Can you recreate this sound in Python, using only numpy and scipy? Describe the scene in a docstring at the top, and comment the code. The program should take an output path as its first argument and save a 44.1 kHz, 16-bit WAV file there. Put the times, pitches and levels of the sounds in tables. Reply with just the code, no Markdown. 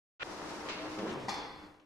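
"""A short rasp comes first, then a fast roll door runs down in a large hall, heard from near the floor.
Its curtain (the sheet that closes the doorway) rolls and hisses through the side guides over a humming
motor and whining gears. It clacks, then drones and judders as it brakes. The metal bottom bar thuds on
the floor and rings into the hall, while the ventilation rumbles softly underneath."""
import sys
import numpy as np
from scipy import signal
from scipy.fft import rfft, irfft, next_fast_len
from scipy.io import wavfile
from scipy.ndimage import uniform_filter1d

SR = 44100
rng = np.random.default_rng(int(sys.argv[2]) if len(sys.argv) > 2 else 0)


def file_out(sig):
    """Save sig as 16-bit WAV at sys.argv[1]."""
    # one column per channel
    cols = np.atleast_2d(sig).T
    # limit, then scale
    lim = np.clip(cols, -1, 1)
    pcm = np.round(lim * 32767).astype(np.int16)
    wavfile.write(sys.argv[1], SR, pcm)


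N = 81585


def amp(db):
    return 10 ** (np.asarray(db) / 20)


def times():
    return np.arange(N) / SR


def unit(x):
    """Scale a signal to an average power of 1."""
    return x / np.sqrt(np.mean(x ** 2) + 1e-20)


def curve(rows, column=1):
    """Loudness over time from a table's dB column, silent before the first row."""
    rows = np.array(rows)
    return amp(np.interp(times(), rows[:, 0], rows[:, column], left=-150))


def at_hz(points, hz):
    """Read between the rows of a frequency table, giving each octave equal room."""
    rows = np.array(points, float)
    return np.interp(np.log(np.maximum(hz, 1)), np.log(rows[:, 0]), rows[:, 1])


def wobble(per_second):
    """A smooth random wobble, about 1 in size."""
    hold = int(SR / per_second)
    steps = np.repeat(rng.standard_normal(N // hold + 1), hold)
    return unit(uniform_filter1d(uniform_filter1d(steps, hold), hold)[:N])


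def colour(x, points):
    """Make some frequencies stronger and others weaker; white noise keeps its power."""
    size = 4096
    gains = unit(amp(at_hz(points, np.fft.rfftfreq(size, 1 / SR))))
    cepstrum = irfft(np.log(gains))
    # Folding this in half makes the filter ring only after a hit, never before.
    cepstrum[1:size // 2] *= 2
    cepstrum[size // 2 + 1:] = 0
    response = irfft(np.exp(rfft(cepstrum)))
    return signal.fftconvolve(x, response[None], axes=-1)[:, :N]


def gate(start, end, edge):
    """Fade in, hold and fade out; all times are in seconds."""
    return np.clip((times() - start) / edge, 0, 1) * np.clip((end - times()) / edge, 0, 1)


def burst(start, length, rise=.0028):
    """A blow rises quickly and dies away; all times are in seconds."""
    age = np.maximum(times() - start, 0)
    return np.minimum(age / rise, 1) * np.exp(-age / length)


# How wide the direct sound is. 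Each row: frequency in Hz, sides against centre in dB.
WIDTH = [(100, -10.5), (450, -8.5), (1100, -6), (2000, -2.5), (3300, 2), (5500, 0), (12000, 1.5)]

def spread(mid, side, width=WIDTH):
    """Make left and right from two unrelated signals: narrow bass, wide treble."""
    size = next_fast_len(N, True)
    side_gain = amp(at_hz(width, np.fft.rfftfreq(size, 1 / SR)))
    both = rfft(mid, size) + np.array([[1], [-1]]) * side_gain * rfft(side, size)
    return irfft(both / np.sqrt(1 + side_gain ** 2), size)[:, :N]


def noise(width=WIDTH):
    return spread(*rng.standard_normal((2, N)), width)


# The tone of the rasp. Each row: frequency in Hz, relative strength in dB.
RASP_COLOUR = [(40, -6), (280, -14), (520, -2), (1200, -3.5), (2100, -6), (2600, -3.5), (3400, -8),
               (5000, -22), (8000, -35), (13000, -71)]
# Pitches that ring in the rasp. Each row: pitch in Hz, width in Hz, relative level in dB.
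RASP_PEAKS = [(1420, 28, 1), (1790, 31, -3), (2390, 35, 0), (2640, 69, -6)]
RASP_START_S, RASP_END_S = .1958, .234

def rasp():
    """A short, ringing scrape swells and stops dead."""
    swell = amp(19.5 * np.minimum((times() - RASP_END_S) / (RASP_END_S - RASP_START_S), 0))
    swell *= gate(RASP_START_S, RASP_END_S, edge=.0016)
    white = noise()
    peaks = sum(amp(db) * unit(signal.lfilter(*signal.iirpeak(hz, hz / width, SR), white))
                for hz, width, db in RASP_PEAKS)
    peaks = signal.sosfilt(signal.butter(2, 4000, fs=SR, output="sos"), peaks)
    return (amp(-35.5) * colour(white, RASP_COLOUR) + amp(-33.5) * unit(peaks)) * swell


# The tone of the moving air. Each row: frequency in Hz, relative strength in dB.
AIR_COLOUR = [(25, -2), (65, 3), (130, -4.5), (300, -7.5), (1000, -21), (3000, -23), (8000, -30),
              (13500, -34.5)]

def ventilation():
    """The hall's ventilation rumbles low, heard from the end of the rasp."""
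    fade_in = np.clip((times() - RASP_END_S) / .02, 0, 1)
    return amp(-60) * colour(noise(), AIR_COLOUR) * fade_in


# How loud the curtain is. Each row: time in seconds, rolling in dB, hiss in dB.
CURTAIN_LEVELS = [(.235, -55, -58), (.265, -45.5, -52), (.39, -44.5, -52), (.66, -44, -52), (.77, -44, -56),
                  (.96, -43.5, -53), (1.12, -42.5, -54.5), (1.25, -49, -54.5), (1.4, -45.5, -57.5),
                  (1.55, -54.5, -68)]
# The tones of the rolling and the hiss. Each row: frequency in Hz, relative strength in dB.
ROLL_COLOUR = [(50, -22), (100, -14.5), (200, -4), (260, -5), (330, -1), (430, -2), (700, -5.5),
               (950, -3.5), (1200, -6), (1600, -10.5), (2600, -22), (5000, -53.5)]
HISS_COLOUR = [(600, -11), (2000, 1.5), (3200, -2), (5200, -1.5), (6500, -6), (8000, -11), (10500, -17),
               (13500, -26.5)]

def curtain():
    """The curtain rolls off its drum and hisses through the side guides."""
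    roll = colour(spread(contacts(), contacts()), ROLL_COLOUR) * amp(.69 * wobble(39.03))
    hiss = colour(noise(), HISS_COLOUR) * amp(1.35 * wobble(59.5))
    return roll * curve(CURTAIN_LEVELS, column=1) + hiss * curve(CURTAIN_LEVELS, column=2)


def contacts(per_second=7000, scatter_db=1):
    """Thousands of tiny touches of uneven size blur into a rolling sound."""
    touches = rng.random(N) < per_second / SR
    return unit(touches * rng.standard_normal(N) * amp(scatter_db * rng.standard_normal(N)))


def drive_tone(hz, waver_db):
    """One tone of the gears, motor or judder; the more its level wavers, the more its pitch wanders."""
    wander_hz = 2.4 * waver_db * wobble(59.83)
    phase = 2 * np.pi * np.cumsum(hz + wander_hz) / SR
    return np.sqrt(2) * np.sin(phase) * amp(waver_db * wobble(55.44))


# Sliding tones. Each row: start and end in seconds, first and last pitch in Hz, level in dB. 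The early rows are
# the gears' whine and drone; from 0.975 s on they sound with the braking judder, falling as it slows.
SLIDING_TONES = [(.24, .72, 940, 905, -56), (.75, .89, 620, 680, -51.5), (.78, .91, 512, 506, -52),
                 (0.975, 1.06, 212, 190, -42), (1.014, 1.086, 468, 467, -45), (1.061, 1.147, 372, 366, -44),
                 (1.051, 1.3, 168, 114, -55.5)]

def sliding_tones():
    """The gears whine and drone as the door runs; low tones fall as the braking judder slows."""
    sound = 0
    for start, end, first_hz, last_hz, db in SLIDING_TONES:
        pitch = np.interp(times(), [start, end], [first_hz, last_hz])
        sound += drive_tone(pitch, waver_db=2.2) * amp(db) * gate(start, end, edge=.03)
    return sound


# The motor's note. Each row: time in seconds, pitch in Hz.
MOTOR_PITCH = [(.4, 303), (.8, 301), (.92, 309.3), (1.02, 317.5), (1.15, 301)]
# How loud it hums. 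Each row: time in seconds, level in dB.
MOTOR_LEVEL = [(.3, -60), (.42, -52), (.77, -52), (.85, -44.5), (1.02, -43.5), (1.12, -52), (1.3, -57),
               (1.7, -57.5)]

def motor():
    """The motor hums louder under the braking load, then softly as it holds the door."""
    pitch = np.interp(times(), *np.array(MOTOR_PITCH).T)
    return drive_tone(pitch, waver_db=2) * curve(MOTOR_LEVEL)


# Knocks in the guides. Each row: start in seconds, level in dB, rattle length in seconds.
CLACKS = [(0.66, -54, 0.026), (0.685, -38, 0.016), (0.693, -44, 0.021), (0.783, -52, 0.029),
          (0.985, -45, 0.016), (1.073, -50.5, 0.046), (1.09, -50, .018), (1.74, -56, .004),
          (1.796, -51, 0.0085)]
# Their tone. Each row: frequency in Hz, relative strength in dB.
CLACK_COLOUR = [(100, -19), (500, -21.5), (1200, -4), (2200, .5), (3700, -2.5), (5000, -8.5), (7000, -13),
                (9000, -30), (13000, -54)]

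def clacks(hall):
    """Bright, rattling knocks come from the guides."""
    force = sum(amp(db) * burst(start, length) for start, db, length in CLACKS)
    return in_hall(colour(force * noise(), CLACK_COLOUR), hall, echo_db=-1)


# How long the echo lasts. Each row: frequency in Hz, seconds to fade by 60 dB.
HALL_DECAY = [(100, 1.45), (400, 1.16), (1000, 0.9), (2000, 1.09), (4500, 0.97), (7000, 0.26),
              (12000, 0.26)]
# How wide it is. Each row: frequency in Hz, sides against centre in dB.
HALL_WIDTH = [(100, -9), (500, -7.5), (1100, -6), (2000, -1.5), (3300, 2), (5500, 4.5), (12000, -3)]

def hall_echo(build_s=.004, left_db=-1):
    """The hall answers a click with a wash of echo whose highest tones die first."""
    hz, t, spectrum = signal.stft(noise(HALL_WIDTH), SR, nperseg=512)
    decay = amp(-60 * t / at_hz(HALL_DECAY, hz)[:, None])
    tail = signal.istft(spectrum * decay, SR)[1][:, :N]
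    tail *= 1 - np.exp(-times() / build_s)
    return unit(tail) / np.sqrt(N) * amp(np.array([[left_db], [-left_db]]) / 2)


def in_hall(x, hall, echo_db):
    """A sound together with its echo."""
    return x + amp(echo_db) * signal.fftconvolve(x[:1], hall, axes=-1)[:, :N]


# How hard the curtain shakes. Each row: time in seconds, level in dB.
JUDDER_LEVEL = [(.975, -42), (.994, -40.5), (1.05, -40), (1.11, -44.5), (1.19, -46), (1.26, -59),
                (1.5, -78)]
# The tone of the shaking. Each row: frequency in Hz, relative strength in dB.
JUDDER_COLOUR = [(50, -30), (120, -13), (170, -3), (240, -3), (340, 1.5), (520, -1.5), (700, -11),
                 (1100, -13), (1600, -29.5), (5000, -54)]

def judder(hall, jolts_per_s=105.3):
    """The braking curtain sticks and slips in quick, uneven jolts."""
    gap_chance, size_chance = rng.standard_normal((300, 2)).T
    gaps_s = np.exp(.17 * gap_chance) / jolts_per_s
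    starts = (np.cumsum(gaps_s) * SR).astype(int)
    jolts = np.bincount(starts, amp(-1.5 * size_chance), N)[:N]
    shaking = unit(jolts) * curve(JUDDER_LEVEL)
    return in_hall(colour(shaking[None], JUDDER_COLOUR), hall, echo_db=-6)


# The bar's blows on the floor. Each row: start in seconds, thud in dB, clatter in dB, length in seconds.
BLOWS = [(1.282, -34.5, -38.5, 0.013), (1.29, -43, -40, 0.027), (1.34, -49, -41, 0.0078),
         (1.384, -42, -67, 0.0095), (1.415, -41.5, -54, 0.0051)]
# The tones of the thud and the clatter. Each row: frequency in Hz, relative strength in dB.
THUD_COLOUR = [(40, -20), (120, -12), (200, -5), (300, -10), (620, -10.5), (780, 0), (900, 3), (1150, -1.5),
               (1420, -16), (1950, -10), (2800, -18.5), (8000, -53)]
CLATTER_COLOUR = [(300, -32), (1200, -8), (1600, -6), (2000, -1.5), (3050, -13), (3420, 3.5), (3800, -7),
                  (4200, 2), (4600, 2.5), (5300, -.5), (7000, -7), (8500, -15), (11500, -21.5),
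                  (13500, -36)]
LANDING_S = BLOWS[0][0]

def bar_landing(hall):
    """The metal bottom bar thuds on the floor, clatters and settles."""
    push = sum(amp(db) * burst(start, length) for start, db, _, length in BLOWS)
    shake = sum(amp(db) * burst(start, length) for start, _, db, length in BLOWS)
    thud = in_hall(colour(push * noise(), THUD_COLOUR), hall, echo_db=-.5)
    clatter = in_hall(colour(shake * noise(), CLATTER_COLOUR), hall, echo_db=0)
    return thud + clatter


# The notes of the knock. Each row: pitch in Hz, relative level in dB, seconds to fade by 60 dB.
KNOCK_NOTES = [(205, -10, .1), (800, -3.5, .06), (885, -2, .08), (1950, -11, .07)]

def bar_knock():
    """The bar's first blow on the floor makes a short, hollow knock."""
    knock = 0
    for hz, db, fade_s in KNOCK_NOTES:
        note = np.sin(2 * np.pi * hz * (times() - LANDING_S))
        knock += amp(db) * note * burst(LANDING_S, fade_s / np.log(1000), rise=.004)
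    return amp(-26) * knock


# The bar's own notes. Each row: pitch in Hz, relative level in dB, seconds to fade by 60 dB.
BAR_NOTES = [(770, -4, .8), (815, -2.5, .6), (841, -1.5, .9), (878, -1, .7), (953, -4, .7), (1001, -4, .8),
             (1104, -1.5, .95), (1231, -5, .9), (2401, -2.5, .65), (3391, -8, .9), (3470, -13, 1),
             (4345, -10, .46), (4622, -11, .5), (4990, -12, .53)]

def bar_ring():
    """The struck bar rings on with many notes, each wavering a little."""
    ring = 0
    for hz, db, fade_s in BAR_NOTES:
        phase = 2 * np.pi * (hz * times() + rng.random())
        ear_offsets = .6 * rng.standard_normal((2, 1))
        note = np.sin(phase + ear_offsets + .4 * wobble(25))
        ring += amp(db + 2.2 * wobble(25)) * note * burst(LANDING_S, fade_s / np.log(1000))
    return amp(-45.5) * ring


def scene():
    """The door runs down and lands over the hall's rumble, a little louder on the left."""
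    hall = hall_echo()
    running = rasp() + curtain() + motor() + sliding_tones() + judder(hall) + clacks(hall)
    landing = bar_landing(hall) + bar_knock() + bar_ring()
    return (running + landing + ventilation()) * amp([[.75], [-.75]])


NARROW_START_S, NARROW_ABOVE_HZ, NARROW_DB = 1.105, 3750, -14.5
FADE_START_S, FADE_DB_PER_S, TOP_HZ = 1.647, 67.5, 13600

def record(dry):
    """Near the end the treble draws to the centre and all fades out; the very top is cut throughout."""
    side = (dry[0] - dry[1]) / 2
    side_treble = signal.sosfiltfilt(signal.butter(12, NARROW_ABOVE_HZ, "high", fs=SR, output="sos"), side)
    narrowing = (1 - amp(NARROW_DB)) * np.clip((times() - NARROW_START_S) / .016, 0, 1)
    narrowed = dry - np.array([[1], [-1]]) * narrowing * side_treble
    faded = narrowed * amp(-FADE_DB_PER_S * np.maximum(times() - FADE_START_S, 0))
    return signal.sosfilt(signal.ellip(10, .2, 70, TOP_HZ, fs=SR, output="sos"), faded)


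dry = scene()
out = record(dry)
file_out(out)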